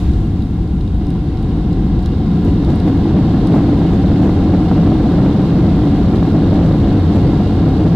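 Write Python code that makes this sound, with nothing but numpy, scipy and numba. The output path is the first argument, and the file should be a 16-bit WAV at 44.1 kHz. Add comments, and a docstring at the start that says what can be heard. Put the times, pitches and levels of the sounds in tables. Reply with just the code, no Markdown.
"""An airliner cabin, at a window, as the aircraft brakes on the runway with both fans blowing forward. Wheels
rumble, and the reversed jet shakes the fuselage: this random forcing excites the air modes of the cabin, which
boom, and the wall panels, which ring and hiss. Vents and fans hiss, and sharp ticks sound now and then. The
boom overloads the microphone input, which squares off the peaks."""
import sys
import numpy as np
from scipy import signal
from scipy.fft import rfft, irfft
from scipy.io import wavfile
from scipy.ndimage import uniform_filter1d
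from numba import njit

SR = 44100
rng = np.random.default_rng(int(sys.argv[2]) if len(sys.argv) > 2 else 0)


def generate_wav(sig):
    """Save sig (samples, or channels by samples) to the path in sys.argv[1] as 16-bit PCM at SR."""
    pcm = np.round(np.clip(np.atleast_2d(sig).T, -1, 1) * 32767).astype(np.int16)
    wavfile.write(sys.argv[1], SR, pcm)


N = 350595
TIME = np.arange(N) / SR


def undb(db):
    """Amplitude ratio of a level in decibels."""
    return 10 ** (np.asarray(db) / 20)

def unit(x):
    """Normalisation to rms 1."""
    return x / np.sqrt(np.mean(x ** 2))

def pan(db):
    """Level difference, left minus right, as a pair of gains."""
    return undb(np.array([[db], [-db]]) / 2)

@njit
def resonator(x, hz, width):
    """Second-order resonance: a state-variable band-pass with gain 1 at the centre."""
    y, band, low = np.empty(len(x)), 0., 0.
    g, damping = np.tan(np.pi * hz / SR), width / hz
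    for i in range(len(x)):
        v = (band + g * (x[i] - low)) / (1 + g * (g + damping))
        band, low, y[i] = 2 * v - band, low + 2 * g * v, damping * v
    return y

def resonate(noise, hz, width):
    """Two resonators in cascade steepen the skirts of the band; rms 1."""
    hz, width = float(hz), float(width)
    return unit(resonator(resonator(noise, hz, width), hz, width))

def flicker(rate_hz):
    """Random modulation: values held for one period, then smoothed twice."""
    hold = int(SR / rate_hz)
    steps = np.repeat(rng.standard_normal(N // hold + 1), hold)
    return 0.56 * uniform_filter1d(uniform_filter1d(steps, hold), hold)[:N]

def mode(hz, width, side_db, pan_db):
    """Resonance forced by turbulence: two microphone ports share the mid and differ by the side."""
    mid, side = (resonate(rng.standard_normal(N), hz, 1.575 * width) for _ in range(2))
    return (mid + undb(side_db) * side * np.array([[1], [-1]])) * pan(pan_db)


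# reverse thrust as the engines spool up: (time [s], share of full thrust [0-1])
THRUST = [(0, 0.03), (.8, 0), (1.5, 0.28), (2.1, 0.38), (2.6, 0.58), (3.1, 0.88), (3.7, 0.94), (4.7, 0.98),
          (5.5, 1), (6.3, 0.98), (7.2, 0.99), (7.95, 0.96)]
# gusts of the reversed jet on the fuselage: (time [s], level rise [dB], duration [s])
BUFFETS = [(2.365, 3, 0.044), (2.481, 5.5, 0.086), (2.71, 5.5, 0.078), (2.881, 6, 0.038),
           (3.553, 5.5, 0.075), (3.94, 4.5, 0.034), (4.24, 4, 0.072), (4.447, 0.5, 0.021),
           (4.857, 1, 0.033), (6.162, 5, .03), (6.546, 2, 0.036), (6.659, 5, 0.035), (7.166, 5.5, 0.045),
           (7.685, 1.5, 0.018)]

def forcing(idle_db, full_db, bend, shudder_db, buffet_share):
    """Forced response grows with the drive: a gain set by thrust, an opening shudder and gusts."""
    thrust = np.interp(TIME, *np.transpose(THRUST))
    thrust_db = idle_db + (full_db - idle_db) * thrust ** bend  # a bend under 1 rises early
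    shudder = np.exp(-TIME / .25)
    buffet_db = sum(db * np.exp(-(2 * (TIME - at) / length) ** 2) for at, db, length in BUFFETS)
    return undb(thrust_db + shudder_db * shudder + buffet_share * buffet_db)


# overhead air vents: (frequency [Hz], bandwidth [Hz], level [dB])
VENT_MODES = [(7400, 700, -78), (8950, 900, -71.5), (11400, 900, -78.5)]

def vents():
    """Flow noise: the air outlets give a thin, wavering hiss."""
    return sum(undb(db + 1.5 * flicker(6)) * mode(hz, width, side_db=0, pan_db=-1)
               for hz, width, db in VENT_MODES)


def fans():
    """Narrow-band noise: the hiss of the fans grows steadily to the end of the roll."""
    end_db, rise_db_per_s = -56.5, 3
    level_db = end_db - rise_db_per_s * (N / SR - TIME)
    return undb(level_db) * mode(hz=4400, width=300, side_db=-2.5, pan_db=-6)


# airy top of the hiss: (frequency [Hz], relative spectral density [dB])
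AIR_SPECTRUM = [(2500, -4.5), (4500, -9), (6000, -6.5), (7500, -7.5), (9000, -12), (10000, -12.5),
                (12000, -14), (14000, -18.5), (15800, -21)]

def air_hiss():
    """Incoherent broadband noise: the hiss is unrelated at the two ports."""
    hz, db = np.transpose(AIR_SPECTRUM)
    shape = undb(np.interp(np.log(np.fft.rfftfreq(N, 1 / SR) + 1), np.log(hz), db))
    hiss = unit(irfft(rfft(rng.standard_normal((2, N))) * shape, N)) * undb(0.62 * flicker(15))
    return hiss * forcing(idle_db=-58, full_db=-51, bend=1.5, shudder_db=11, buffet_share=1)


# sharp ticks: (time [s], level [dB], spectral tilt [dB/octave], left minus right [dB])
TICKS = [(0.1346, -34, -12, -2), (0.4218, -38, -4, -2), (0.6759, -40, -11, -3), (0.809, -35, -13, -8),
         (0.876, -40, -9, -3), (0.944, -40, -11, -7), (1.068, -43, -3, -6), (1.104, -40, 0, -2),
         (1.1917, -39, -11, -11), (1.372, -35, -12, -7), (1.4264, -42, -3, -10), (1.7286, -40, -2, -6),
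         (1.9914, -36.5, -11, -10), (2.0265, -37, -4, 1), (2.0595, -31, -3, -5), (2.3131, -43, -4, -6),
         (2.4484, -42, 1.5, -3), (2.6474, -38.5, -3, -8), (2.7028, -37, -2, -5), (2.7574, -40, 0, -5),
         (2.801, -37, -3, -7), (2.9754, -38, -3, -7), (3.4714, -37.5, 1, -9), (5.1208, -39, -3, -5)]
# tick resonances: (frequency [Hz], bandwidth [Hz], relative level [dB], 60 dB decay time [s])
TICK_MODES = [(3120, 500, -4, 0.013), (3780, 350, 2, .02), (4800, 900, -0.5, 0.013),
              (7000, 2200, -5, 0.011), (9200, 1200, -2, .01), (11800, 3000, -10, .01),
              (14800, 2000, -14.5, .01)]

def ticking():
    """Damped free vibration: each tick is a burst of noise in broad, short-lived modes."""
    out, t = np.zeros((2, N)), np.arange(SR // 25) / SR
    attack = 1 - np.exp(-t / .0004)  # a soft attack rounds the onset
    for at, db, tilt, pan_db in TICKS:
        ring = np.zeros(len(t))
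        for hz, width, mode_db, t60 in TICK_MODES:
            onset_db = db + mode_db + tilt * np.log2(hz / TICK_MODES[0][0])
            ring += undb(onset_db - 60 * t / t60) * resonate(rng.standard_normal(len(t)), hz, width)
        start = int(at * SR)
        out[:, start:start + len(t)] += pan(pan_db) * attack * ring
    return out


# wall and window panels, low droning modes and high hissing modes:
# (frequency [Hz], bandwidth [Hz], relative level [dB], side minus mid [dB], left minus right [dB])
DRONE_MODES = [(741.3, 76, 0, -14, 1), (1003, 192, -5.5, -18.5, 0.9), (1390, 120, -13.5, -7.5, 0.018)]
HISS_MODES = [(1640, 140, 0.5, -7, -1.5), (1965, 150, -4, -5, -3.5), (2153, 70, -4.5, -4, -3),
              (2408, 100, -11, -7, -10), (2680, 69, -9, -6, 5), (2807, 28, -7, -8.5, 4.5),
              (3180, 920, 2, -7, -6.5), (3770, 360, -0.5, -6, -5), (4284, 90, -10.5, -4, -10.5),
              (4660, 1030, -6, 3.5, -5)]

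def panels(modes):
    """Forced vibration of plates: eddies give the modes a shared throb and each its own flicker."""
    throb_db = 0.53 * flicker(14) + 0.51 * flicker(60)
    return sum(undb(db + throb_db + flicker(9)) * mode(hz, width, side_db, pan_db)
               for hz, width, db, side_db, pan_db in modes)

def walls():
    """Radiation from panels: their drone and hiss swell with the thrust."""
    drone_gain = forcing(idle_db=-42.5, full_db=-32, bend=0.85, shudder_db=2, buffet_share=0.53)
    hiss_gain = forcing(idle_db=-58, full_db=-48, bend=0.75, shudder_db=5.5, buffet_share=0.18)
    return drone_gain * panels(DRONE_MODES) + hiss_gain * panels(HISS_MODES)


def cabin_air(modes, side_db, pan_db, flicker_db):
    """Standing waves in an enclosure: long wavelengths reach both ports nearly alike."""
    return unit(sum(undb(db + flicker_db * flicker(5)) * mode(hz, width, side_db, pan_db)
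                    for hz, width, db in modes))


# cabin air modes driven by the wheels: (frequency [Hz], bandwidth [Hz], relative level [dB])
WHEEL_MODES = [(28, 67, -7.5), (53.1, 25, -0.5), (67.4, 34, -10.5)]

def wheels():
    """Structure-borne sound: the rolling wheels rumble in the lowest air modes."""
    gain = forcing(idle_db=-17.5, full_db=-18, bend=2, shudder_db=5, buffet_share=0.1)
    return gain * cabin_air(WHEEL_MODES, side_db=-29.5, pan_db=0.9, flicker_db=1.5)


# cabin air modes driven by the jet: (frequency [Hz], bandwidth [Hz], relative level [dB])
DEEP_MODES = [(92.7, 23.6, -1.5), (125.3, 45, -3.5), (170.4, 35.4, 1), (211.3, 32.7, -3.5)]
HIGH_MODES = [(278.6, 30.4, -0.5), (314.9, 35.1, -1.5), (406, 53, -11.5), (479.4, 72, -16)]

def jet_boom():
    """Structural-acoustic coupling: the reversed jet shakes the fuselage and the enclosed air booms."""
    deep = cabin_air(DEEP_MODES, side_db=-31, pan_db=0.67, flicker_db=1.25)
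    deep *= forcing(idle_db=-18, full_db=-10.5, bend=1.2, shudder_db=0.5, buffet_share=0.82)
    high = cabin_air(HIGH_MODES, side_db=-29, pan_db=0.57, flicker_db=1.57)
    high *= forcing(idle_db=-26, full_db=-15, bend=0.85, shudder_db=-0.6, buffet_share=0.85)
    return deep + high


def scene():
    """Superposition: the pressures of all sources add at the two ports."""
    return wheels() + jet_boom() + walls() + air_hiss() + vents() + ticking() + fans()


def record(dry):
    """Saturation: the input clips at its rail; later stages add hiss and limit the bandwidth."""
    lag_s, start_db, sag_end_db, sag_slope = .5, -18, -11, .7
    pole = np.exp(-1 / (lag_s * SR))
    power, _ = signal.lfilter([1 - pole], [1, -pole], np.mean(dry ** 2, axis=0), zi=[undb(2 * start_db)])
    # the rail sinks to its floor as the slow mean power of the roar loads the input
    rail_floor, knee = .5, 28
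    rail = rail_floor * undb(sag_slope * np.maximum(sag_end_db - 10 * np.log10(power), 0))
    clipped = dry / (1 + np.abs(dry / rail) ** knee) ** (1 / knee)
    hiss = np.array([unit(resonator(noise, hz=5000., width=4000.))
                     for noise in rng.standard_normal((2, N))])
    coupling = signal.butter(1, 14, "high", fs=SR, output="sos")  # tilts the flat tops
    treble_cut = signal.ellip(10, .2, 80, 15750, fs=SR, output="sos")
    return signal.sosfilt(treble_cut, signal.sosfilt(coupling, clipped + undb(-66) * hiss))


dry = scene()
out = record(dry)
generate_wav(out)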